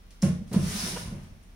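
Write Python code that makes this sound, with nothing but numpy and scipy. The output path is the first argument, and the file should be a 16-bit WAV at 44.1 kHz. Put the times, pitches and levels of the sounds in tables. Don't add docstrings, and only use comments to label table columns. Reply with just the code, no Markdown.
import sys
import numpy as np
from scipy import signal
from scipy.fft import rfft, irfft
from scipy.io import wavfile
from scipy.ndimage import uniform_filter1d

SR = 44100
rng = np.random.default_rng(int(sys.argv[2]) if len(sys.argv) > 2 else 0)


def dump_mix(stems):
    frames = np.atleast_2d(stems).T
    limited = np.clip(frames, -1, 1)
    pcm = np.round(limited * 32767).astype(np.int16)
    wavfile.write(sys.argv[1], SR, pcm)


N = 68355
T, HZ = np.arange(N) / SR, np.fft.rfftfreq(2 * N, 1 / SR)

# start in seconds, panel level in dB, panel pitch
# in Hz, panel swell in seconds, boom gain in dB, rattle gain in dB, rattle rise in seconds.
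BLOWS = [(0.2237, -17.5, 184.5, 0.015, -21, -31, 0.0024), (0.284, -25, 174.3, 0.021, -41, -56, 0.0062),
         (0.417, -29.5, 180, 0.0063, -63, -69.5, 0.0045), (0.512, -29.5, 171, 0.0052, -30.5, -32, 0.024),
         (0.538, -26, 190, 0.0049, -35, -35, 0.011), (0.5591, -13.5, 175.6, 0.0079, -27.5, -57, 0.0043),
         (0.627, -23.5, 169, 0.0082, -43, -61, 0.0046), (0.745, -32.5, 199, 0.0097, -69, -65, .005),
         (0.831, -33, 181, 0.011, -51, -70, 0.0063), (0.861, -40, 332, 0.0038, -43, -43, 0.0017),
         (0.926, -35.5, 174, 0.014, -69, -44.5, 0.0039), (1.1189, -29.5, 170.4, 0.0082, -35.5, -62, .003),
         (1.315, -40.5, 94.4, 0.0057, -52, -66, .005)]


def amp(db):
    return 10 ** (np.asarray(db) / 20)


def unit(x):
    return x / np.sqrt(np.mean(x ** 2) + 1e-20)


def since(start):
    return np.maximum(T - start, 0)


def curve(points, hz=HZ):
    f, value = np.transpose(points)
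    return np.interp(np.log(hz + 1), np.log(f), value)


def colour(x, db):
    cepstrum = irfft(np.log(amp(np.maximum(db, -100))))
    cepstrum[1:N] *= 2
    cepstrum[N + 1:] = 0
    return irfft(rfft(x, 2 * N) * np.exp(rfft(cepstrum)))[..., :N]


def wobble(samples):
    return unit(uniform_filter1d(uniform_filter1d(rng.standard_normal(N), samples), samples))


def grains(per_s, spread_db=3):
    impacts = rng.standard_normal(N) * (rng.random(N) < per_s / SR)
    return unit(impacts * amp(spread_db * np.minimum(rng.exponential(1, N), 4)))


def diffuse_noise():
    # frequency in Hz, left-right correlation.
    coherence = [(30, 0.84), (150, 0.91), (300, 0.66), (550, 0.32), (1000, 0), (2000, 0), (16000, 0)]
    alike = curve(coherence)
    mid, side = rfft(rng.standard_normal((2, 2 * N)))
    mid, side = mid * np.sqrt((1 + alike) / 2), side * np.sqrt((1 - alike) / 2)
    return irfft(np.array([mid + side, mid - side]))[:, :N]


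def background(hum_hz=38, hum_db=-52, waver=0.1, noise_db=-55):
    # frequency in Hz, relative spectral density in dB.
    spectrum = [(15, -47.5), (28, 6), (39, -5), (52, -2.5), (80, -5), (120, -18.5), (200, -12.5),
                (350, -23.5), (800, -28), (2000, -30), (5000, -35.5), (10000, -37.5), (16000, -33)]
    envelope = amp(hum_db) * (1 + waver * wobble(samples=5000))
    hum = envelope * np.sin(2 * np.pi * hum_hz * T + waver * wobble(samples=5000))
    return hum + amp(noise_db) * unit(colour(diffuse_noise(), curve(spectrum)))


def room(x, gap_s=0.0014):
    # frequency in Hz, time to fall by 60 dB in seconds.
    decay_times = [(100, 0.54), (400, 0.62), (1000, 0.39), (3000, 0.48), (7000, 0.38), (15000, 0.37)]
    # frequency in Hz, gain of the reverberation in dB.
    gains = [(80, -19.5), (200, -7.5), (400, -6.5), (1000, 2), (4000, 2.5), (15000, 3)]
    hz, t, bands = signal.stft(diffuse_noise(), SR, nperseg=256)
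    decay = amp(-60 * t / curve(decay_times, hz)[:, None])
    tail = signal.istft(bands * decay, SR, nperseg=256)[1][:, :N]
    tail *= np.clip(T / gap_s - 1, 0, 1)
    tail = colour(unit(tail) / np.sqrt(N), curve(gains))
    return signal.fftconvolve(x[None], tail, axes=1)[:, :N]


def moving_room(x, patterns=5, cycle_hz=4):
    cycles = cycle_hz * T + np.arange(patterns)[:, None] / patterns
    shares = np.maximum(np.cos(2 * np.pi * cycles), 0) ** 2
    shares /= np.linalg.norm(shares, axis=0)
    return sum(room(x * share) for share in shares)


def nail_ticks(rise_s=0.00036):
    # start in seconds, level in dB, centre in Hz,
    # half-width in octaves, relative feed to the room in dB.
    contacts = [(0.1069, -47.5, 4800, 1.15, 5), (0.219, -36, 5830, 0.66, 6.5),
                (0.2234, -22.5, 6540, 0.36, -2.5), (0.227, -37, 10000, 0.62, 9.5),
                (0.529, -33.5, 6480, 1.5, 9), (0.5348, -29.5, 8700, 0.21, -10),
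                (1.229, -58, 6000, 1.2, 13.5), (1.429, -58.5, 8500, 0.35, 8)]
    direct, to_room = np.zeros((2, N))
    for start, db, hz, octaves, room_db in contacts:
        age = since(start) / rise_s
        burst = rng.standard_normal(N) * age * np.exp(1 - age)
        impulse = signal.unit_impulse(N, round(start * SR))
        band_db = -10 * np.log10(1 + (np.log2((HZ + 1) / hz) / octaves) ** 4)
        gain = amp(db) * np.sqrt(rise_s * SR / N)
        direct += gain * unit(colour(burst, band_db))
        to_room += gain * amp(room_db) * unit(colour(impulse, band_db))
    return direct, to_room


def squeak(start_s=0.957, length_s=0.032, start_hz=452, rise_hz_per_s=2700, jitter=0.0599, rasp=0.6):
    # level of a harmonic in dB, from the fundamental up.
    harmonics = [-38.5, -42.5, -45.5, -60.5, -57, -47.5]
    t = since(start_s)
    hz = (start_hz + rise_hz_per_s * t) * (1 + jitter * wobble(samples=40))
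    phase = 2 * np.pi * np.cumsum(hz) / SR
    arch = abs(np.sin(np.pi * np.minimum(t / length_s, 1) ** 0.81))
    envelope = arch * (1 + rasp * wobble(samples=50))
    return envelope * sum(amp(db) * np.sin(k * phase) for k, db in enumerate(harmonics, 1))


def slide(squeal_s=0.788, squeal_half_s=0.022, squeal_hz=5200, squeal_half_hz=1100, squeal_db=-41):
    # time in seconds, hiss level in dB, judder level in dB.
    levels = [(0.469, -61, -54), (0.53, -59, -46), (0.582, -49.5, -37), (0.661, -39.5, -35),
              (0.75, -37, -40.5), (0.80, -36.5, -43.5), (0.868, -35.5, -39.5), (0.94, -44.5, -44),
              (0.99, -43.5, -41.5), (1.08, -60, -35.5), (1.16, -66.5, -42), (1.23, -66, -45),
              (1.36, -85, -62)]
    # frequency in Hz, relative spectral density in dB.
    hiss_spectrum = [(150, -5.5), (400, 2.5), (1000, -3.5), (2000, -3), (3200, -4.5), (5000, -1), (7500, 0),
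                     (10000, -0.5), (13000, -5.5), (16000, -6)]
    judder_spectrum = [(20, -27), (40, 4), (62, -5.5), (100, 2.5), (135, -3), (185, 1), (225, -6),
                       (290, -19.5), (550, -23.5), (1000, -31), (3000, -40.5), (12000, -100)]
    times, hiss_db, judder_db = np.transpose(levels)
    hiss = unit(colour(grains(per_s=14000), curve(hiss_spectrum)))
    hiss *= amp(np.interp(T, times, hiss_db, left=-np.inf))
    judder = unit(colour(rng.standard_normal(N), curve(judder_spectrum)))
    judder *= amp(np.interp(T, times, judder_db, left=-np.inf))
    band_db = -20 * np.log10(1 + ((HZ - squeal_hz) / squeal_half_hz) ** 2)
    squeal = unit(colour(rng.standard_normal(N), band_db))
    squeal *= amp(squeal_db) * np.exp(-((T - squeal_s) / squeal_half_s) ** 2)
    return hiss + judder + squeal


def hood_rattle(fade_s=0.028):
    # frequency in Hz, relative spectral density in dB.
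    spectrum = [(60, -18), (180, 8.5), (330, 16.5), (600, 9.5), (1000, 0), (2000, -5.5), (3500, -11.5),
                (6000, -16), (10000, -8.5), (16000, -66)]
    envelope = np.zeros(N)
    for start, *_, db, rise_s in BLOWS:
        t = since(start)
        envelope += amp(db) * (1 - np.exp(-t / rise_s)) * np.exp(-t / fade_s)
    return envelope * unit(colour(grains(per_s=6600), curve(spectrum)))


def box_and_room_boom(rise_s=0.028):
    # frequency in Hz, relative level in dB, time to fall by 60 dB in seconds.
    modes = [(86.5, -6, 0.58), (108.6, -5, 0.39), (145.25, 3.5, 0.39), (194.8, -11, 0.46), (228, -10, 0.6),
             (331, -5, 0.21), (358, -15.5, 0.41), (440.4, -4, 0.1), (555.5, -8.5, 0.2), (613, -22, 0.45)]
    boom = np.zeros(N)
    for start, *_, boom_db, _, _ in BLOWS:
        t = since(start)
        ring = sum(amp(db - 60 * t / t60) * np.sin(2 * np.pi * hz * t) for hz, db, t60 in modes)
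        boom += amp(boom_db) * (1 - np.exp(-t / rise_s)) * ring
    return boom


def panel_thumps(swell_shape=2.27, overtone_ratio=2.7, overtone_db=-26.5):
    thumps = np.zeros(N)
    for start, db, hz, swell_s, *_ in BLOWS:
        t = since(start)
        age, phase = t / swell_s, 2 * np.pi * hz * t
        envelope = amp(db) * (age * np.exp(1 - age)) ** swell_shape
        thumps += envelope * (np.cos(phase) + amp(overtone_db) * np.sin(overtone_ratio * phase))
    return thumps


def scene(slide_direct_db=-6, squeak_room_db=-4):
    knocks = panel_thumps() + hood_rattle()
    ticks, ticks_to_room = nail_ticks()
    drag, chirp = slide(), squeak()
    blows = knocks + box_and_room_boom()
    blows = np.array([blows, np.roll(blows, -2)])
    direct = blows + ticks + chirp + amp(slide_direct_db) * drag
    reflected = room(knocks) + room(ticks_to_room + amp(squeak_room_db) * chirp) + moving_room(drag)
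    return direct + reflected + background()


def record(dry, cutoff_hz=15850):
    # frequency in Hz, gain in dB.
    left_response = [(1000, 2), (3500, 3), (4900, 0.5), (5600, 6), (6200, 4.5), (7000, -5), (8200, -6),
                     (10000, -9), (12000, -10), (16000, -8)]
    right_response = [(1000, 2.5), (5500, 2), (6200, -4), (7300, -0.5), (8200, -4), (9000, 3), (9550, 7.5),
                      (10200, 2), (11000, -3), (12000, -5), (16000, -5)]
    heard = np.array([colour(dry[0], curve(left_response)), colour(dry[1], curve(right_response))])
    low_pass = signal.firwin(511, cutoff_hz, window=("kaiser", 9), fs=SR)
    return signal.oaconvolve(heard, low_pass[None], "same")


dry = scene()
out = record(dry)
dump_mix(out)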